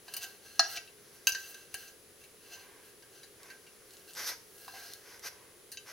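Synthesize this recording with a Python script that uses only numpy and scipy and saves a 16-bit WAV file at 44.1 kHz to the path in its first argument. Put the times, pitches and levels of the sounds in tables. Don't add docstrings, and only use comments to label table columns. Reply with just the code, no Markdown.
import sys
import numpy as np
from scipy import signal
from scipy.fft import rfft, irfft, next_fast_len
from scipy.io import wavfile
from scipy.ndimage import map_coordinates

SR = 44100
rng = np.random.default_rng(int(sys.argv[2]) if len(sys.argv) > 2 else 0)


def generate_wav(signal):
    frames = np.transpose(np.atleast_2d(signal))
    scaled = np.clip(frames, -1, 1) * 32767
    pcm = np.round(scaled).astype(np.int16)
    wavfile.write(sys.argv[1], SR, pcm)


N = 261327
T = np.arange(N) / SR
RING_T = T[:SR // 3]


def undb(db):
    return 10 ** (np.asarray(db) / 20)


def rms(x):
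    return np.sqrt(np.mean(x ** 2)) + 1e-12


def fade(t, t60):
    return np.exp(-np.log(1000) * t / t60)


def band(x, lo_hz, hi_hz, order=3):
    edges_hz = [lo_hz, min(hi_hz, SR / 2 - 10)]
    return signal.sosfilt(signal.butter(order, edges_hz, "band", fs=SR, output="sos"), x)


def colour(x, points):
    hz, db = np.transpose(points)
    size = next_fast_len(N)
    bin_hz = np.fft.rfftfreq(size, 1 / SR)
    gain = undb(np.interp(np.log(bin_hz + 1), np.log(hz), db))
    shaped = irfft(rfft(x, size) * gain, size)[..., :N]
    return shaped / rms(shaped)


def add(out, s, x):
    i = int(s * SR)
    out[i:i + len(x)] += x[:N - i]


def swell(s, rise_s, fall_s):
    away = np.where(T < s, (s - T) / rise_s, (T - s) / fall_s)
    return np.cos(np.pi / 2 * np.clip(away, 0, 1)) ** 2


def slips(per_s, spread_db):
    clicks = (rng.random(N) < per_s / SR) * rng.choice([-1, 1], N)
    clicks = clicks * undb(spread_db * np.minimum(rng.exponential(size=N), 4))
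    return clicks / rms(clicks)


def background(level_db=-58, rush_side_db=-7, hiss_side_db=-4, skirt_db=-75):
    # frequency in Hz, relative density in dB.
    room_tone = [(25, -9), (50, -9), (90, -0.5), (170, -4), (280, -3), (420, 8), (600, -0.5), (1000, -4),
                 (2500, -10.5), (6300, -11.5), (8000, -13), (16000, -15)]
    # frequency in Hz, rms level in dB before panning.
    whine_tones = [(10181, -72.5), (10455, -69), (10725, -80)]
    mid, side = colour(rng.standard_normal((2, N)), room_tone)
    side = side * np.array([[1], [-1]])
    rush = band(mid + undb(rush_side_db) * side, 5, 1050)
    hiss = band(mid + undb(hiss_side_db) * side, 670, 20000)
    whine = sum(np.sqrt(2) * undb(db) * np.sin(2 * np.pi * (hz * T + rng.random()))
                for hz, db in whine_tones)
    pan_left = undb([[3], [-3]])
    skirt = band(rng.standard_normal((2, N)), 10500, 10940)
    return undb(level_db) * (rush + hiss) + whine * pan_left + undb(skirt_db) * skirt / rms(skirt)


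def room(x, table_db=-6.5, walls_db=-10, treble_db=-5, side_db=-4, lag_us=13):
    t = T[:SR]
    wall_decay, treble_decay = fade(t, t60=.41), fade(t, t60=.63)
    echoes = []
    for early, late in rng.standard_normal((2, 2, SR)):
        early = early * fade(t, t60=.06) * (t > .0015)
        tail = band(late, 350, 6300) * wall_decay
        tail += undb(treble_db) * band(late, 8900, 23000) * treble_decay
        tail *= np.clip(t / .0068, 0, 1)
        response = undb(table_db) * early / np.linalg.norm(early)
        response += undb(walls_db) * tail / np.linalg.norm(late * wall_decay)
        echoes.append(signal.fftconvolve(x, response)[:N])
    mid, side = x + echoes[0], undb(side_db) * echoes[1]
    right = map_coordinates(mid - side, [(T - lag_us / 1e6) * SR], order=5)
    return np.array([mid + side, right])


def hand_thuds(hz=65, t60=.03):
    # start in seconds, starting level in dB.
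    thuds = [(0.6, -50), (0.782, -53), (1.274, -54), (1.325, -49), (1.741, -48.5)]
    out = np.zeros(N)
    for s, db in thuds:
        add(out, s, undb(db) * np.sin(2 * np.pi * hz * RING_T) * fade(RING_T, t60))
    return out


def skin_ticks(t60=.0019):
    # start in seconds, peak level in dB.
    ticks = [(3.432, -34.5), (3.908, -36.5), (3.937, -38), (3.969, -41), (4.135, -34), (4.141, -38),
             (4.151, -33), (4.584, -37.5), (4.9361, -25.5), (5.195, -34.5)]
    out = np.zeros(N)
    for s, db in ticks:
        snap = band(rng.standard_normal(len(RING_T)) * fade(RING_T, t60), 2900, 13800)
        add(out, s, snap * undb(db) / np.abs(snap).max())
    return out


def skin_slides(dull_db=-10, dull_share=.45, treble_db=5, treble_share=.83):
    # peak time, rise and fall in seconds, midrange level in dB,
    # brightness (top band against midrange) in dB.
    strokes = [(.2, .3, 0.39, -66, -21), (1.1, 0.25, 1, -67.5, -4), (2.66, 0.36, 0.38, -60.5, -16),
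               (3.75, 0.77, 1, -71, -4), (3.47, 0.14, 0.14, -57, -9.5), (4.188, 0.051, 0.073, -43, -3),
               (4.235, .04, 0.057, -44.5, -3), (4.282, 0.049, 0.04, -42.5, 3.5),
               (4.304, 0.028, 0.069, -44.5, -5), (4.761, 0.03, 0.13, -52, -9),
               (4.9, 0.22, 0.092, -61.5, 0.5), (5.132, 0.17, 0.1, -54, -7), (5.268, 0.06, 0.037, -43.5, -3),
               (5.35, 0.27, 0.33, -62, -19), (5.894, 0.055, 0.057, -49, -8)]
    # frequency in Hz, relative level in dB.
    skin_colour = [(300, -10), (700, -8.5), (1000, 0.5), (1300, 9.5), (2000, 5.5), (2800, -2.5), (3800, -3),
                   (5000, 1), (6100, 1.5), (7600, -17), (9500, -9.5), (12000, -10), (16000, -7)]
    rub = colour(slips(per_s=7000, spread_db=2.0), skin_colour)
    bands_hz = [(400, 1100), (360, 4280), (3410, 9900), (8800, 13030)]
    parts = [band(rub, lo_hz, hi_hz) for lo_hz, hi_hz in bands_hz]
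    power = np.zeros((4, N))
    for s, rise_s, fall_s, db, bright_db in strokes:
        tilt_db = [dull_db - dull_share * bright_db, 0, treble_db + treble_share * bright_db, bright_db]
        power += np.outer(undb(db) * undb(tilt_db), swell(s, rise_s, fall_s)) ** 2
    return sum(envelope * part / rms(part) for envelope, part in zip(np.sqrt(power), parts))


def pot_ring(place):
    # frequency in Hz, 60 dB decay time in seconds,
    # relative level in dB when struck on the wall, and when struck on the floor.
    modes = [(677, .13, -8, -49), (786, 0.093, -6.5, -17), (1285, 0.023, 5, -41), (1431, 0.014, 2.5, -30),
             (1571.3, 0.15, -16, -6.5), (1640, 0.15, -5, -18.5), (1742, 0.026, 1.5, -11),
             (1938, 0.17, -16.5, -33.5), (2314, 0.13, -21, -38), (2692, 0.0423, -36, 5.5),
             (2720, 0.084, -16, -7), (2797, 0.038, -3, -9.5), (3040, 0.21, -17, -19),
             (3924, .06, -12, -2.5), (4250, 0.051, 6.5, -17), (4337, 0.021, -1.5, -4.5),
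             (4595, 0.077, -12.5, -14), (4803, 0.051, 3, -4.5), (4940, 0.0337, -4.5, -29.5),
             (5733, 0.026, 9.5, -10), (6064, 0.095, -29, 2), (6234, 0.05, -32, -9.5),
             (6320, 0.014, -9.5, 5.5), (6950, 0.13, -25.5, -11), (9080, 0.064, -17, -7),
             (9440, 0.085, -9, -19.5), (9750, 0.072, -19, -27), (12400, .03, -26, -10),
             (12930, 0.066, -31, -5)]
    out = np.zeros(len(RING_T))
    for k, (hz, t60, wall_db, floor_db) in enumerate(modes):
        gain = (-1) ** k * undb(wall_db + place * (floor_db - wall_db))
        out += gain * np.sin(2 * np.pi * hz * RING_T) * fade(RING_T, t60)
    return out


def metal_scrapes(body_db=-2.04, grit_db=-5, soft_hz=7500):
    # peak time, rise and fall in seconds, level in dB,
    # hiss in dB relative to that level, place from 0 (wall) to 1 (floor).
    strokes = [(.19, 0.2, 0.24, -54.5, -1, .4), (0.24, .04, 0.016, -40, -3, 1),
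               (0.488, 0.14, 0.3, -58.5, -2.5, .5), (0.639, 0.042, 0.061, -43.5, -18, 0.17),
               (.73, 0.097, 0.085, -46.5, -0.5, 0.43), (.766, 0.019, 0.028, -38, -10, 0.13),
               (1.15, 0.039, 0.045, -64.5, 4, 0.44), (1.291, 0.0095, 0.011, -35.5, 3, 0.48),
               (1.41, 0.088, 0.16, -53, -1, 0.71), (1.5, .05, 0.052, -58.5, 10, 0.74),
               (1.57, 0.13, 0.17, -59, -3, 0.96), (1.79, 0.12, 0.2, -56, 0, 0.63),
               (2.23, 0.085, .06, -65, -1, 0.84), (2.535, 0.038, 0.037, -50, -7, .8),
               (2.56, 0.23, .17, -58, -3, 0.6), (2.88, 0.097, 0.049, -63, 3, 0.33),
               (3.159, 0.083, 0.17, -61, -6, 0.58), (3.94, 0.12, 0.26, -66, 4, 0.3),
               (4.09, 0.027, 0.059, -55, -0.5, 0.53), (4.62, 0.25, 0.14, -66.5, 9, 0.32),
               (4.84, 0.4, 0.27, -54.5, -1, 0.14)]
    power = np.zeros((3, N))
    for s, rise_s, fall_s, db, hiss_db, place in strokes:
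        envelope = undb(db) * swell(s, rise_s, fall_s)
        power += np.outer([1 - place, place, undb(hiss_db) ** 2], envelope ** 2)
    on_wall, on_floor, hissing = np.sqrt(power)
    drag = slips(per_s=2000, spread_db=2.5)
    grit, hiss = band(drag, 1130, 5450), band(drag, 9550, SR / 2)
    out = np.hypot(on_wall, on_floor) * undb(grit_db) * grit / rms(grit)
    out += hissing * hiss / rms(hiss)
    for place, force in enumerate([on_wall, on_floor]):
        ring = signal.lfilter(*signal.butter(1, soft_hz, fs=SR), pot_ring(place))
        out += undb(body_db) * signal.fftconvolve(drag * force, ring / np.linalg.norm(ring))[:N]
    return out


def knocks(chatter_share=.37, crack_db=4.0, crack_t60=.028, contact_edge_ratio=1.09):
    # start in seconds, level in dB, place from 0 (wall) to 1 (floor),
    # chatter decay in ms, contact resonance in Hz, its boost in dB, sizzle in dB relative to the level.
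    contacts = [(0.081, -51, 0.56, 4.5, 705, 15, -15), (0.138, -46, 0.29, 0.78, 2720, 15, 3.5),
                (0.166, -45.5, 0.46, 10, 2920, 18, 5.5), (0.594, -20, 0, 1.6, 6200, 5, -21.5),
                (0.772, -42, 0.76, 0.75, 2350, 8, -21), (0.875, -58.5, 0.73, 1, 2600, 21, -26),
                (1.270, -24.5, 0.93, 5.3, 2560, 6, -6), (1.3205, -38.5, 0.58, 1.9, 5860, 21, -10),
                (1.3486, -37.5, 0.64, 1.5, 1600, 7, -18), (1.544, -52, .8, 3.3, 5400, -11, -6),
                (1.742, -42, .3, 0.64, 2800, 5.5, 0), (1.826, -61.5, 0.53, 2, 1610, 25, -12),
                (1.878, -58.5, 0.95, 3.7, 5000, -7, -6), (2.238, -59.5, 0.7, 5.3, 2320, 23, -4),
                (3.024, -60, 0.58, 3, 2970, -3, -11), (3.232, -53.5, 0.5, 9.3, 4140, 3, -8),
                (3.501, -51.5, 0.7, 9.2, 2030, 16, -12), (3.666, -59.5, 0.65, 15, 2450, 18, -21),
                (4.680, -48, 0.63, 9, 1010, 26, -17), (4.735, -53.5, 0.28, 23, 810, 29, -22),
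                (5.717, -50, 0.52, 17, 4260, 0, 2.5), (5.772, -45.5, 0.94, 2.2, 3270, 6, -18)]
    # frequency in Hz, relative level in dB.
    crack_colour = [(300, 18.5), (450, 14.5), (750, 13), (1000, 6), (1500, -38), (2200, 7), (3300, 0),
                    (4800, -10), (6300, 1.5), (7800, -3.5), (9500, 0), (16000, -0.5)]
    wall_low_hz, floor_low_hz = 560, 2140
    out = np.zeros(N)
    grain = colour(rng.standard_normal(N), crack_colour)
    for s, db, place, chatter_ms, contact_hz, boost_db, sizzle_db in contacts:
        push = rng.standard_normal(len(RING_T)) * np.exp(-RING_T * 1e3 / chatter_ms)
        push *= chatter_share * np.sqrt(chatter_ms) / np.linalg.norm(push)
        push[0] += 1
        crack = undb(crack_db) * np.roll(grain, -int(s * SR))[:len(RING_T)] * fade(RING_T, crack_t60)
        hit = signal.fftconvolve(push, pot_ring(place) + crack)[:len(RING_T)]
        spring = band(hit, contact_hz / contact_edge_ratio, contact_hz * contact_edge_ratio, order=1)
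        low_hz = wall_low_hz * (floor_low_hz / wall_low_hz) ** place
        thinned = band(hit + undb(boost_db) * spring, low_hz, SR / 2, order=2)
        body, sizzle = band(thinned, 250, 6400), band(hit, 8500, 18000)
        for part, part_db in (body, db), (sizzle, db + sizzle_db):
            add(out, s, part * undb(part_db) / rms(part[:SR // 50]))
    return out


def scene():
    handling = knocks() + hand_thuds() + skin_ticks() + metal_scrapes() + skin_slides()
    return room(handling) + background()


def record(dry):
    top_hz = 15900
    return signal.sosfilt(signal.ellip(10, .2, 70, top_hz, fs=SR, output="sos"), dry)


dry = scene()
out = record(dry)
generate_wav(out)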